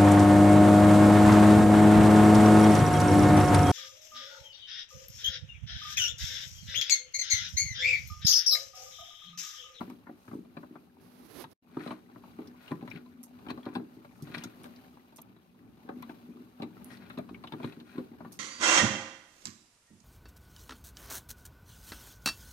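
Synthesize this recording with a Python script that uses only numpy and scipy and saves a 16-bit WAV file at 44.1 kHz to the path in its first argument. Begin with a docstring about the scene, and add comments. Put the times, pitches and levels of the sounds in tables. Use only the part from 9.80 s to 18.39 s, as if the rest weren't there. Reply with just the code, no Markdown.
"""Small waves slap and thump in a humming toy washing machine, heard just in front of its plastic door.
The drum turns a wet cloth in a little water: waves smack the wall and trap bubbles, cloth and water
knock the hollow tub, motor and drum keep its modes ringing. Water trickles and fizzes; droplets tick.
Early on, something brushes past the right microphone and the sound drops out for a moment."""
import sys
import numpy as np
from scipy import signal
from scipy.fft import rfft, irfft
from scipy.io import wavfile
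from scipy.ndimage import uniform_filter1d

SR = 44100
rng = np.random.default_rng(int(sys.argv[2]) if len(sys.argv) > 2 else 0)


def materialize(psi):
    """Save the field psi as 16-bit PCM at rate SR to the path in sys.argv[1].

    A 1-D psi becomes a single channel; in a 2-D psi each row is a channel.
    """
    bounded = np.clip(np.atleast_2d(psi).T, -1, 1)
    quanta = np.round(bounded * 32767).astype(np.int16)
    wavfile.write(sys.argv[1], SR, quanta)


N = 378819
T = np.arange(N) / SR
EVENT_T = T[:SR // 3]
SWELL_LEAD_S = .04  # a wave swells this long before it hits
SLAP_HZ = 956  # reference pitch; smaller air pockets sound higher
# Low modes of tub and water: freq_hz, gain_db, t60_s
TUB_MODES = [(76, -29.5, 0.22), (117.3, -9.5, 0.15), (153, -12, 0.17), (175, -9, 0.22), (190.4, -2, 0.24),
             (231.8, -6, 0.16), (242.1, -0.5, 0.17), (280, -8.5, 0.18), (306, -3, 0.23), (363, -0.5, 0.18),
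             (405.8, -3.5, 0.19)]
# Spectrum of droplets and foam: freq_hz, gain_db
DROPLET_EQ = [(1000, -11), (3000, -6.5), (5500, 0.5), (9000, 0.5), (12500, -11.5), (15500, -18)]


def waves():
    """Each wave slaps the wall, then thumps the tub; big ones land in two or three quick blows."""
    # Wave hits, before trims: start_s, slap_db, thump_db, thud_db, spray_db, pitch_hz
    hits = [(0.009, -30, -32.5, -60, -50.5, 970), (0.1, -42.5, -47, -60, -58, 1095),
            (0.269, -43, -51, -66, -79, 1350), (0.292, -40, -41, -64, -76, 926),
            (0.48, -46, -47.5, -54, -66, 1120), (0.514, -42, -41.5, -53, -74, 1250),
            (0.531, -43.5, -39, -59, -81, 850), (0.769, -39, -40, -48, -53.5, 1034),
            (0.831, -43.5, -44.5, -60, -85, 846), (0.956, -43, -48, -58, -69, 1030),
            (1.641, -36.5, -49.5, -53, -51.5, 1047), (1.969, -35, -30, -44, -57, 704),
            (2.006, -42.5, -41, -53, -61, 1420), (2.063, -34, -39.5, -53, -56, 930),
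            (2.075, -39.5, -44, -58, -49.5, 835), (2.107, -34, -36, -52, -46.5, 980),
            (2.36, -45.5, -46.5, -56.5, -76, 1014), (2.437, -47, -70, -73, -64.5, 930),
            (2.588, -42, -36, -57, -62.5, 800), (2.909, -42.5, -39.5, -47.5, -53, 860),
            (2.917, -33.5, -31, -41, -54, 984), (3.025, -41.5, -37, -47.5, -63, 680),
            (3.077, -41.5, -57, -54, -53, 1480), (3.666, -44, -43, -60, -64, 950),
            (3.686, -46, -41, -55, -61, 1060), (3.702, -35, -47, -53, -45.5, 1134),
            (3.71, -47, -37.5, -51, -61, 810), (3.776, -42.5, -42, -57, -60, 810),
            (3.864, -35.5, -35, -50, -58, 777), (3.953, -30.5, -35, -52, -42, 913),
            (3.965, -43, -30, -52, -68, 960), (3.997, -45.5, -42, -57, -72, 720),
            (4.248, -46.5, -57, -60, -64, 946), (4.543, -43, -48, -54, -41, 1190),
            (4.569, -44, -43.5, -48.5, -56, 1050), (4.582, -52, -58, -53, -44.5, 1230),
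            (4.637, -43, -46.5, -66, -45.5, 1050), (4.841, -52, -63, -59, -52, 1100),
            (5.385, -45, -54.5, -62, -55, 940), (6.09, -36.5, -38, -67, -57.5, 860),
            (6.225, -39.5, -51, -71, -53, 1050), (6.294, -42, -41.5, -55, -57, 950),
            (6.799, -42.5, -40, -52, -62, 710), (6.821, -37.5, -38, -48.5, -46.5, 720),
            (6.831, -38.5, -38, -54, -53.5, 602), (7.301, -46, -75, -73, -52.5, 1500),
            (7.375, -40.5, -35.5, -61, -50, 784), (7.387, -33, -37, -48, -52, 880),
            (7.491, -43, -56, -60, -55.5, 1120), (7.639, -38.5, -50, -64, -52.5, 1064),
            (7.722, -38, -43.5, -49, -55, 940), (7.735, -39, -40, -49, -57, 910),
            (7.801, -40, -42, -51.5, -64, 753), (7.831, -43, -40.5, -47, -48.5, 1040),
            (7.843, -34, -32.5, -40, -45.5, 980), (7.923, -52, -58, -60, -54.5, 1310),
            (8.181, -39, -30, -48, -55, 796), (8.406, -40.5, -45.5, -54.5, -67, 986),
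            (8.448, -41.5, -51, -56, -65, 1063)]
    out = np.zeros((2, N))
    for start_s, slap_db, thump_db, thud_db, spray_db, pitch_hz in hits:
        add(out, start_s - SWELL_LEAD_S - .001003, slap(slap_db - 8, spray_db - 6.5, pitch_hz))
        add(out, start_s + .00098, thump(thump_db - 1, thud_db + 1))
    return out


def slap(slap_db, spray_db, pitch_hz, rise_s=.00044, smack_s=.0037, swell_s=.018, drain_s=.04):
    """A wave swells, smacks the wall unevenly, traps bubbles and drains; fine spray crackles with it."""
    lead = int(SWELL_LEAD_S * SR)
    t = EVENT_T[:SR // 6] - lead / SR
    n, after = len(t), np.maximum(t, 0)

    def uneven(spread_db, hold):
        return undb(spread_db * np.repeat(np.clip(rng.standard_normal(n), -2, 2), hold)[:n])

    def trapped(low_hz, high_hz):
        return np.pad(bubbles(low_hz, high_hz, spread_s=.003667, cycles=4.85, count=8), (lead, n))[:n]

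    smack = (1 - np.exp(-after / rise_s)) * np.exp(-after / smack_s) * uneven(3, hold=96)
    wash = undb(-31) * np.exp(np.minimum(t, 0) / swell_s - after / drain_s) * uneven(4, hold=96)
    body = (smack + 1.87 * wash) * rng.standard_normal(n)
    body += undb(-18) * trapped(pitch_hz / 1.802, pitch_hz * 1.47)
    spray = (smack + wash) * uneven(5, hold=16) * rng.standard_normal(n)
    spray += undb(-27) * trapped(2050, 4200)
    # Slap spectrum at SLAP_HZ: freq_hz, gain_db
    slap_eq = [(250, -32), (450, -0.5), (570, -1), (1100, 3), (1600, -4), (2200, -16.5), (4000, -51.5)]
    # Spray spectrum: freq_hz, gain_db
    spray_eq = [(1000, -22), (1900, -3), (2400, 4), (3000, -3), (4000, 4), (5000, -9), (6300, -18.5),
                (8000, -11.5), (15000, -39)]
    body = colour(body, np.array(slap_eq) * [np.sqrt(pitch_hz / SLAP_HZ), 1])
    spray = colour(spray, np.array(spray_eq) * [rng.uniform(.94, 1.06), 1])
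    path = door()
    return peak(ring(body, path), slap_db, window=88) + peak(ring(spray, path), spray_db, window=88)


def thump(thump_db, thud_db, push_s=.0045, jostle_s=.044, thud_s=.012, detune=.04):
    """Push, rebound and jostle ring the water-detuned tub over a deep thud; hard pushes knock drier."""
    push_hz = 252 * (1 + .063 * rng.standard_normal())

    def push(t):
        return t / push_s * np.exp(-2 * t / push_s) * np.sin(2 * np.pi * push_hz * t)

    rebound_s = .01691 * rng.uniform(.7, 1.3)  # the water falls back
    rebound = undb(-11) * push(np.maximum(EVENT_T - rebound_s, 0))
    jostle = undb(-19) * np.exp(-EVENT_T / jostle_s) * rng.standard_normal((2, len(EVENT_T)))
    tub = modes(TUB_MODES, 1 + detune * rng.standard_normal())
    knock = peak(push(EVENT_T)[None], thump_db + 28, window=176)
    body = peak(ring(push(EVENT_T) + rebound + jostle, tub), 0, window=176)
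    hollow_eq = [(60, -16), (150, -2), (240, -1), (420, 4), (520, 1.5), (900, -24.5), (3000, -53.5)]
    hollow = colour(knock + body, hollow_eq)
    thud_hz = 140 * rng.uniform(.8, 1.2)
    thud = EVENT_T * np.exp(-2 * EVENT_T / thud_s) * np.sin(2 * np.pi * thud_hz * EVENT_T)
    return peak(hollow, thump_db, window=176) + peak(ring(thud, tub), thud_db, window=176)


def cloth_falls():
    """The wet cloth drops on the tub: a thump without a slap."""
    # Cloth impacts, before trims: start_s, thump_db, thud_db
    falls = [(0.078, -35.5, -70), (0.551, -28, -54), (0.589, -35, -58), (.908, -39.5, -74),
             (2.678, -42, -63), (2.954, -39, -52), (3.138, -38, -58), (3.153, -36, -49), (3.728, -38, -58),
             (3.983, -34, -59), (4.169, -41, -61), (4.423, -37.5, -44), (4.5, -40, -51.5),
             (4.654, -36, -55), (4.875, -48, -71), (5.14, -47, -67), (6.049, -44.5, -67), (6.166, -42, -73),
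             (6.202, -44, -69), (6.488, -38.5, -77), (6.557, -42, -65), (6.602, -43.5, -67),
             (7.13, -45.5, -66), (7.51, -37, -64), (7.745, -34.5, -59), (7.971, -39, -56),
             (8.01, -40.5, -59), (8.154, -37, -60), (8.315, -39, -69), (8.461, -37.5, -63)]
    out = np.zeros((2, N))
    for start_s, thump_db, thud_db in falls:
        add(out, start_s, thump(thump_db - 6, thud_db + 3))
    return out


def hum(stir_db, detune=.051, waver_db=4):
    """Motor and drum shake the tub; its modes sit lower or higher as the water shifts."""
    tub = 0
    for stretch in (1 - detune, 1, 1 + detune):
        shake = rng.standard_normal(N) + undb(-5) * rng.standard_normal((2, N))
        tub += ring(shake, modes(TUB_MODES, stretch)) * undb(waver_db * wander(11))
    rumble_eq = [(35, -23), (62, 6), (160, -.5), (250, .5), (420, -7.5), (600, -14.5),
                 (1500, -7), (5000, -33.5)]
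    return level(colour(tub, rumble_eq), 5.5) * undb(stir_db)


def drone(pitch_hz=246, t60_s=.16, waver_db=3):
    """The rubbing drum keeps one strong tub mode droning, rough and wavering."""
    # Drone envelope: time_s, level_db
    envelope = [(0, -66), (2.3, -64), (5.22, -63), (5.28, -72), (6.0, -71), (6.1, -53), (6.6, -54),
                (6.76, -65)]
    rubbed = ring(rng.standard_normal(N), modes([(pitch_hz, 0, t60_s)]))
    narrowed = ring(rubbed, modes([(pitch_hz, 0, t60_s / 2)]))
    return level(narrowed, 0) * undb(curve(envelope) + waver_db * wander(13))


def ripples(stir_db, count=22):
    """Small waves lap at loose intervals, louder with harder stirring."""
    out = np.zeros((2, N))
    for k in range(count):
        start_s = (k + rng.random()) / count * T[-1]
        base_db = stir_db[int(start_s * SR)] + 3 * rng.uniform(-.2, 1)
        add(out, start_s - SWELL_LEAD_S, slap(base_db + 3, base_db - 8, SLAP_HZ))
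        add(out, start_s, thump(base_db + 9, base_db))
    return out


def swishes():
    """The dragging cloth squeezes out rushes of drops and foam that swell and fade."""
    # Cloth drags, before trims: centre_s, width_s, drops_db, fizz_db
    drags = [(0.508, 0.16, -93, -68), (2.058, 0.13, -58.5, -64.5), (2.867, 0.09, -62, -70),
             (3.151, 0.07, -61, -77), (3.705, 0.019, -54, -80), (3.885, 0.055, -63.5, -80),
             (4.552, 0.013, -48, -71), (4.582, 0.14, -59.5, -68), (7.131, 0.067, -63, -65.5),
             (7.246, 0.061, -63, -88), (7.862, 0.12, -61, -68.5), (8.135, 0.13, -66.5, -73.5)]
    # Spectrum of the drops: freq_hz, gain_db
    drops_eq = [(400, -11), (1000, 6.5), (2400, 2), (3100, -1), (4300, -1.5), (6300, -20), (12000, -36)]
    centre_s, width_s, drops_db, fizz_db = np.transpose(drags)[:, :, None]
    swell = np.exp(-2 * ((T - centre_s) / width_s) ** 2)
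    drops = colour(ring(patter(rate_hz=900, spread_db=5), door()), drops_eq)
    fizz = colour(np.array([patter(rate_hz=3500, spread_db=5) for _ in range(2)]), DROPLET_EQ)
    return (level(drops, 0) * (swell * undb(drops_db)).sum(axis=0)
            + level(fizz, -6) * (swell * undb(fizz_db)).sum(axis=0))


def plinks(ring_s=.001, spread_s=.002, glide=.07):
    """A bubble's film tears with a wet crackle; it splits into a few of like size that ring briefly."""
    # Bubble pops, plus three small water laps played the same way (the low rows at 1.17, 5.172 and 6.969 s),
    # before trim: start_s, level_db, pitch_hz
    pops = [(1.17, -57, 1000), (2.673, -56.5, 5800), (2.88, -56, 3150), (3.102, -56.5, 5650),
            (3.112, -47.5, 2600), (3.16, -53, 2350), (3.686, -53, 3150), (3.697, -54, 3900),
            (3.704, -44, 3950), (3.8308, -57.5, 3300), (3.855, -54, 3900), (4.547, -43, 2450),
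            (4.546, -54, 4200), (4.581, -48.5, 4920), (4.623, -52, 2620), (4.638, -42, 6100),
            (4.962, -56.5, 4670), (5.172, -51.5, 1100), (6.823, -50, 4230), (6.969, -55, 1390),
            (7.172, -58, 4330), (7.375, -59, 3970), (7.546, -48, 2300), (7.673, -49, 3350),
            (7.7224, -49.5, 3400), (8.001, -57, 4000)]
    out = np.zeros((2, N))
    for start_s, level_db, hz in pops:
        onset_hz = hz / (1 + glide)
        blip = bubbles(onset_hz / 1.1, onset_hz * 1.1, spread_s, ring_s * hz, count=4, glide=glide)
        tear = undb(-1) * np.exp(-EVENT_T[:len(blip)] / spread_s) * rng.standard_normal(len(blip))
        tear = colour(tear, [(hz / 3, -18), (hz / 1.18, 0), (hz, 7), (hz * 1.1, 0), (hz * 3, -26)])
        path = door(ring_db=-45, drum_db=-20, drum_s=.0075, room_db=-55, room_s=.031)
        add(out, start_s - .001, peak(ring(blip + tear, path), level_db - 3, window=88))
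    return out


def ticks(crack_s=.000091, grain_db=5):
    """Droplets hit the door: a sharp crack, ringing pinhead bubbles, then a finer spatter."""
    # Droplet hits, before trim: start_s, level_db, spatter_t60_s, low_edge_hz
    droplets = [(.099, -56, .085, 3000), (1.715, -54, .011, 3000), (2.117, -56, .098, 3000),
                (2.918, -55, .022, 4000), (3.431, -46.5, .056, 8000), (3.437, -45.5, 0.14, 6900),
                (3.939, -56.5, 0.11, 3970), (4.423, -49, .12, 4000), (4.638, -52, 0.039, 3000),
                (4.834, -52.5, .15, 3000), (5.361, -47.5, 0.13, 6000), (5.417, -46.5, 0.013, 6460),
                (6.224, -55, .024, 4000), (7.045, -45, .021, 9000), (7.296, -55, .028, 9000),
                (7.386, -50, .018, 4000), (8.521, -47, 0.2, 4900)]
    out, t = np.zeros((2, N)), EVENT_T[:SR // 10]
    for start_s, level_db, t60_s, edge_hz in droplets:
        grains_db = grain_db * np.repeat(rng.standard_normal(len(t)), 32)[:len(t)]
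        spatter = undb(grains_db - 15 - 60 * t / t60_s)
        crack = (np.exp(-t / crack_s) + spatter) * rng.standard_normal((2, len(t)))
        pinheads = undb(-7) * bubbles(8070, 11870, spread_s=.0013, cycles=22, count=2)[:len(t)]
        thin = colour(crack + pinheads, [(edge_hz / 2, -16), (edge_hz, 0)])
        add(out, start_s, peak(colour(thin, DROPLET_EQ), level_db - 4.5, window=44))
    return out


def brush(left_db=-20, rough_db=1.5):
    """A dry rub swells right beside the right microphone."""
    # Rub envelope: time_s, gain_db
    envelope = [(1.2, -77), (1.215, -64), (1.42, -60.5), (1.5, -55.5), (1.6, -46.5), (1.625, -46),
                (1.67, -75), (1.73, -57.5), (1.76, -85)]
    # Rub spectrum: freq_hz, gain_db
    rub_eq = [(100, -1), (350, 16), (700, 3.5), (1500, 0), (3000, -5.5), (4500, -3.5), (7000, -7.5),
              (10000, -1.5), (12000, -13), (15000, -17)]
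    rub = level(colour(rng.standard_normal(N), rub_eq), 1)
    return rub * undb(curve(envelope) + rough_db * wander(59.97)) * undb([[left_db], [0]])


def squirt(start_s=7.05, rise_s=.0025, fade_s=.042):
    """A fold of cloth squeezes out a thin, whistling jet."""
    # Jet resonances: freq_hz, gain_db, t60_s
    jet_modes = [(2100, -6, 0.0046), (10150, 3.5, 0.0029)]
    after = np.maximum(T - start_s, 0)
    jet = ring(rng.standard_normal((2, N)), ring(modes(jet_modes), modes(jet_modes)))
    return level(jet, -65) * (1 - np.exp(-after / rise_s)) * np.exp(-after / fade_s)


def squelch(centre_s=7.135, width_s=.05):
    """Air bubbles softly out of the sinking cloth."""
    # Air pocket resonances: freq_hz, gain_db, t60_s
    pocket_modes = [(1950, -7, 0.0077), (4930, 1, 0.002)]
    pocket = modes(pocket_modes)
    bursts = ring(ring(patter(rate_hz=700, spread_db=3), pocket), pocket)
    return level(ring(bursts, door()), -66) * np.exp(-2 * ((T - centre_s) / width_s) ** 2)


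def trickle(stir_db, spots=5, waver_db=2):
    """Drops run off the cloth and land on several spots in the drum."""
    # Trickle spectrum: freq_hz, gain_db
    trickle_eq = [(300, -18.5), (600, 4.5), (1100, 2.5), (2000, -7.5), (2500, -4.5), (3100, -8),
                  (4200, -5.5), (6000, -12), (15000, -19)]
    drops = sum(ring(patter(rate_hz=160, spread_db=1), door()) for _ in range(spots))
    return level(colour(drops, trickle_eq), -5) * undb(stir_db + waver_db * wander(13))


def gurgle(stir_db, low_hz=750, high_hz=4500, tilt_db=-7, count=600):
    """Quickly damped bubbles cluck in the stirred water, the small high ones fainter."""
    out, t = np.zeros((2, N)), EVENT_T[:SR // 25]
    paths = [door()[:, :len(t)] for _ in range(6)]
    for k, (when, smallness, chance) in enumerate(rng.random((count, 3))):
        turns = t * low_hz * (high_hz / low_hz) ** smallness
        cluck = np.exp(-turns / 2.7) * np.sin(2 * np.pi * turns)
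        gain_db = tilt_db * smallness - np.log(max(chance, .03))
        add(out, when * T[-1], undb(gain_db) * ring(cluck, paths[k % 6]))
    return level(out, -10) * undb(stir_db)


def foam(stir_db, waver_db=2):
    """Fine bubbles burst wherever the water runs."""
    fizz = colour(np.array([patter(rate_hz=3900, spread_db=1) for _ in range(2)]), DROPLET_EQ)
    return level(fizz, -17) * undb(stir_db + waver_db * wander(21))


def air():
    """Still air and microphone hiss."""
    # Noise floor spectrum: freq_hz, gain_db
    floor_eq = [(20, -116), (42, -107), (62, -101), (100, -92), (160, -105), (250, -91), (500, -99),
                (1000, -100), (2000, -110), (4000, -113), (7000, -115), (12000, -112), (16000, -115)]
    return colour(rng.standard_normal((2, N)), floor_eq)


def door(ring_db=-44.5, drum_db=-21, drum_s=.0083, room_db=-46, room_s=.062):
    """Stereo path from one spot in the drum: door modes, shifted by the water, plus reflections."""
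    # Modes of the door and the air behind it: freq_hz, gain_db, t60_s
    door_modes = [(566.7, 2.5, 0.092), (652, -1.5, 0.055), (775, -1.5, 0.071), (900, -2, 0.08),
                  (1007, -4, 0.12), (1164, -2, 0.09), (1635, 0, 0.024), (1830, -9, 0.038),
                  (2200, -13, 0.033), (2343, -4.5, 0.049), (2562, 0, 0.08), (3390, -5, 0.06),
                  (3970, 3, 0.12)]
    t = EVENT_T[:SR // 8]
    left = undb(ring_db) * modes(door_modes, 1 + .015 * rng.standard_normal())[:len(t)]
    left[0] += 1  # direct sound
    right = np.pad(left, (rng.integers(14), 0))[:len(t)]  # up to 13 samples later
    tail = undb(drum_db) * np.exp(-t / drum_s) + undb(room_db) * np.exp(-t / room_s)
    return np.array([left, right]) + tail * rng.standard_normal((2, len(t)))


def bubbles(low_hz, high_hz, spread_s, cycles, count, glide=.11):
    """A handful of bubbles, each ringing briefly and rising in pitch."""
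    when, smallness, strength = rng.random((count, 3)).T[:, :, None]
    pitch_hz = low_hz * (high_hz / low_hz) ** smallness
    turns = np.maximum(EVENT_T[:SR // 8] - 2 * when * spread_s, 0) * pitch_hz
    fade = np.exp(-turns / cycles)
    return (strength * fade * np.sin(2 * np.pi * turns * (1 + glide * (1 - fade)))).sum(axis=0)


def patter(rate_hz, spread_db):
    """Random tiny impacts of uneven size."""
    hit = rng.random(N) < rate_hz / SR
    sign = rng.choice([-1, 1], N)
    return hit * sign * undb(spread_db * np.minimum(rng.exponential(size=N), 4))


def modes(table, stretch=1):
    """Impulse response of damped modes, frequencies scaled by stretch."""
    hz, db, t60_s = np.transpose(table)[:, :, None]
    return (undb(db - 60 * EVENT_T / t60_s) * np.cos(2 * np.pi * hz * stretch * EVENT_T)).sum(axis=0)


def wander(rate_hz):
    """Smooth random drift with a spread near 1."""
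    hold = int(SR / rate_hz)
    steps = np.repeat(rng.standard_normal(N // hold + 1), hold)
    return 1.3 * uniform_filter1d(uniform_filter1d(steps, hold), hold)[:N]


def colour(x, points, size=4096):
    """Minimum-phase filter through (freq_hz, gain_db) points."""
    hz, db = np.transpose(points)
    bins_db = np.interp(np.log(np.fft.rfftfreq(size, 1 / SR) + 1), np.log(hz), db)
    cepstrum = irfft(np.log(undb(bins_db)))[:size // 2]
    cepstrum[1:] *= 2
    return ring(x, irfft(np.exp(rfft(cepstrum, size)))[:size // 2])


def ring(x, response):
    """Convolve with an impulse response; either may be stereo."""
    return signal.fftconvolve(np.atleast_2d(x), np.atleast_2d(response))[:, :x.shape[-1]]


def undb(db):
    """Decibels to gain."""
    return 10 ** (np.asarray(db) / 20)


def curve(rows):
    """Interpolate (time_s, value) rows at every sample."""
    return np.interp(T, *np.transpose(rows))


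def level(x, db):
    """Set the rms level of the channel mean."""
    return x * undb(db) / x.mean(axis=0).std()


def peak(x, db, window):
    """Set the rms level of the loudest `window` samples."""
    return x * undb(db) / np.sqrt(uniform_filter1d(x.mean(axis=0) ** 2, window).max())


def add(out, start_s, x):
    """Mix x in at start_s, cropped to fit."""
    i = int(min(start_s * SR, N - 1))
    x, i = x[:, max(-i, 0):], max(i, 0)
    out[:, i:i + x.shape[-1]] += x[:, :N - i]


def scene():
    """The machine, its water nearer the left microphone, with the brush and still air."""
    # How hard the drum stirs the water: time_s, level_db
    stirring = [(0.0, -58.5), (0.21, -69.5), (1.2, -70), (2.03, -69.5), (3.07, -64), (3.22, -67.5),
                (3.49, -68), (3.78, -65), (4.2, -68.5), (4.6, -60.5), (4.73, -65.5), (4.85, -62),
                (5.3, -70.5), (5.99, -71), (6.16, -64.5), (6.76, -69), (7.05, -63.5), (7.82, -66.5),
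                (8.59, -67.5)]
    # Stereo balance of the machine: freq_hz, left_minus_right_db
    balance = [(60, -1.5), (170, 5.5), (260, 3.5), (550, -0.5), (800, 4.5), (1300, 7), (2300, 13),
               (3200, 2.5), (4200, 4), (6000, 3)]
    stir_db = curve(stirring)
    machine = (hum(stir_db) + trickle(stir_db) + swishes() + plinks() + waves() + cloth_falls()
               + ripples(stir_db) + gurgle(stir_db) + squirt() + squelch() + drone())
    hz, lean_db = np.transpose(balance)
    machine = np.vstack([colour(x, np.c_[hz, side * lean_db / 2]) for x, side in zip(machine, (1, -1))])
    return machine + foam(stir_db) + ticks() + brush() + air()


def record(dry):
    """Each microphone port colours the treble; the sound drops out once; the top is cut."""
    # Port resonances: freq_hz, left_db, right_db
    ports = [(3540, -2.5, -1), (5850, -11, -3), (6710, -4, -3.5), (7060, -18, -10), (8740, -2, -9.5),
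             (9100, -1, -9.5), (10260, -9, -4.5), (11760, 1.5, 10), (13400, 1, 3.5), (13600, -1.5, 2.5)]
    # Overall gain with one dropout: time_s, gain_db
    dropout = [(1.73, 4.5), (1.74, -26), (1.815, -51), (1.825, -4), (1.9, 7), (1.95, 6)]
    hz, *ports_db = np.transpose(ports)
    heard = np.vstack([colour(x, np.c_[hz, db]) for x, db in zip(dry, ports_db)])
    lowpass = signal.ellip(10, .2, 70, 15750, fs=SR, output="sos")
    return signal.sosfilt(lowpass, heard * undb(curve(dropout)))


dry = scene()
out = record(dry)
materialize(out)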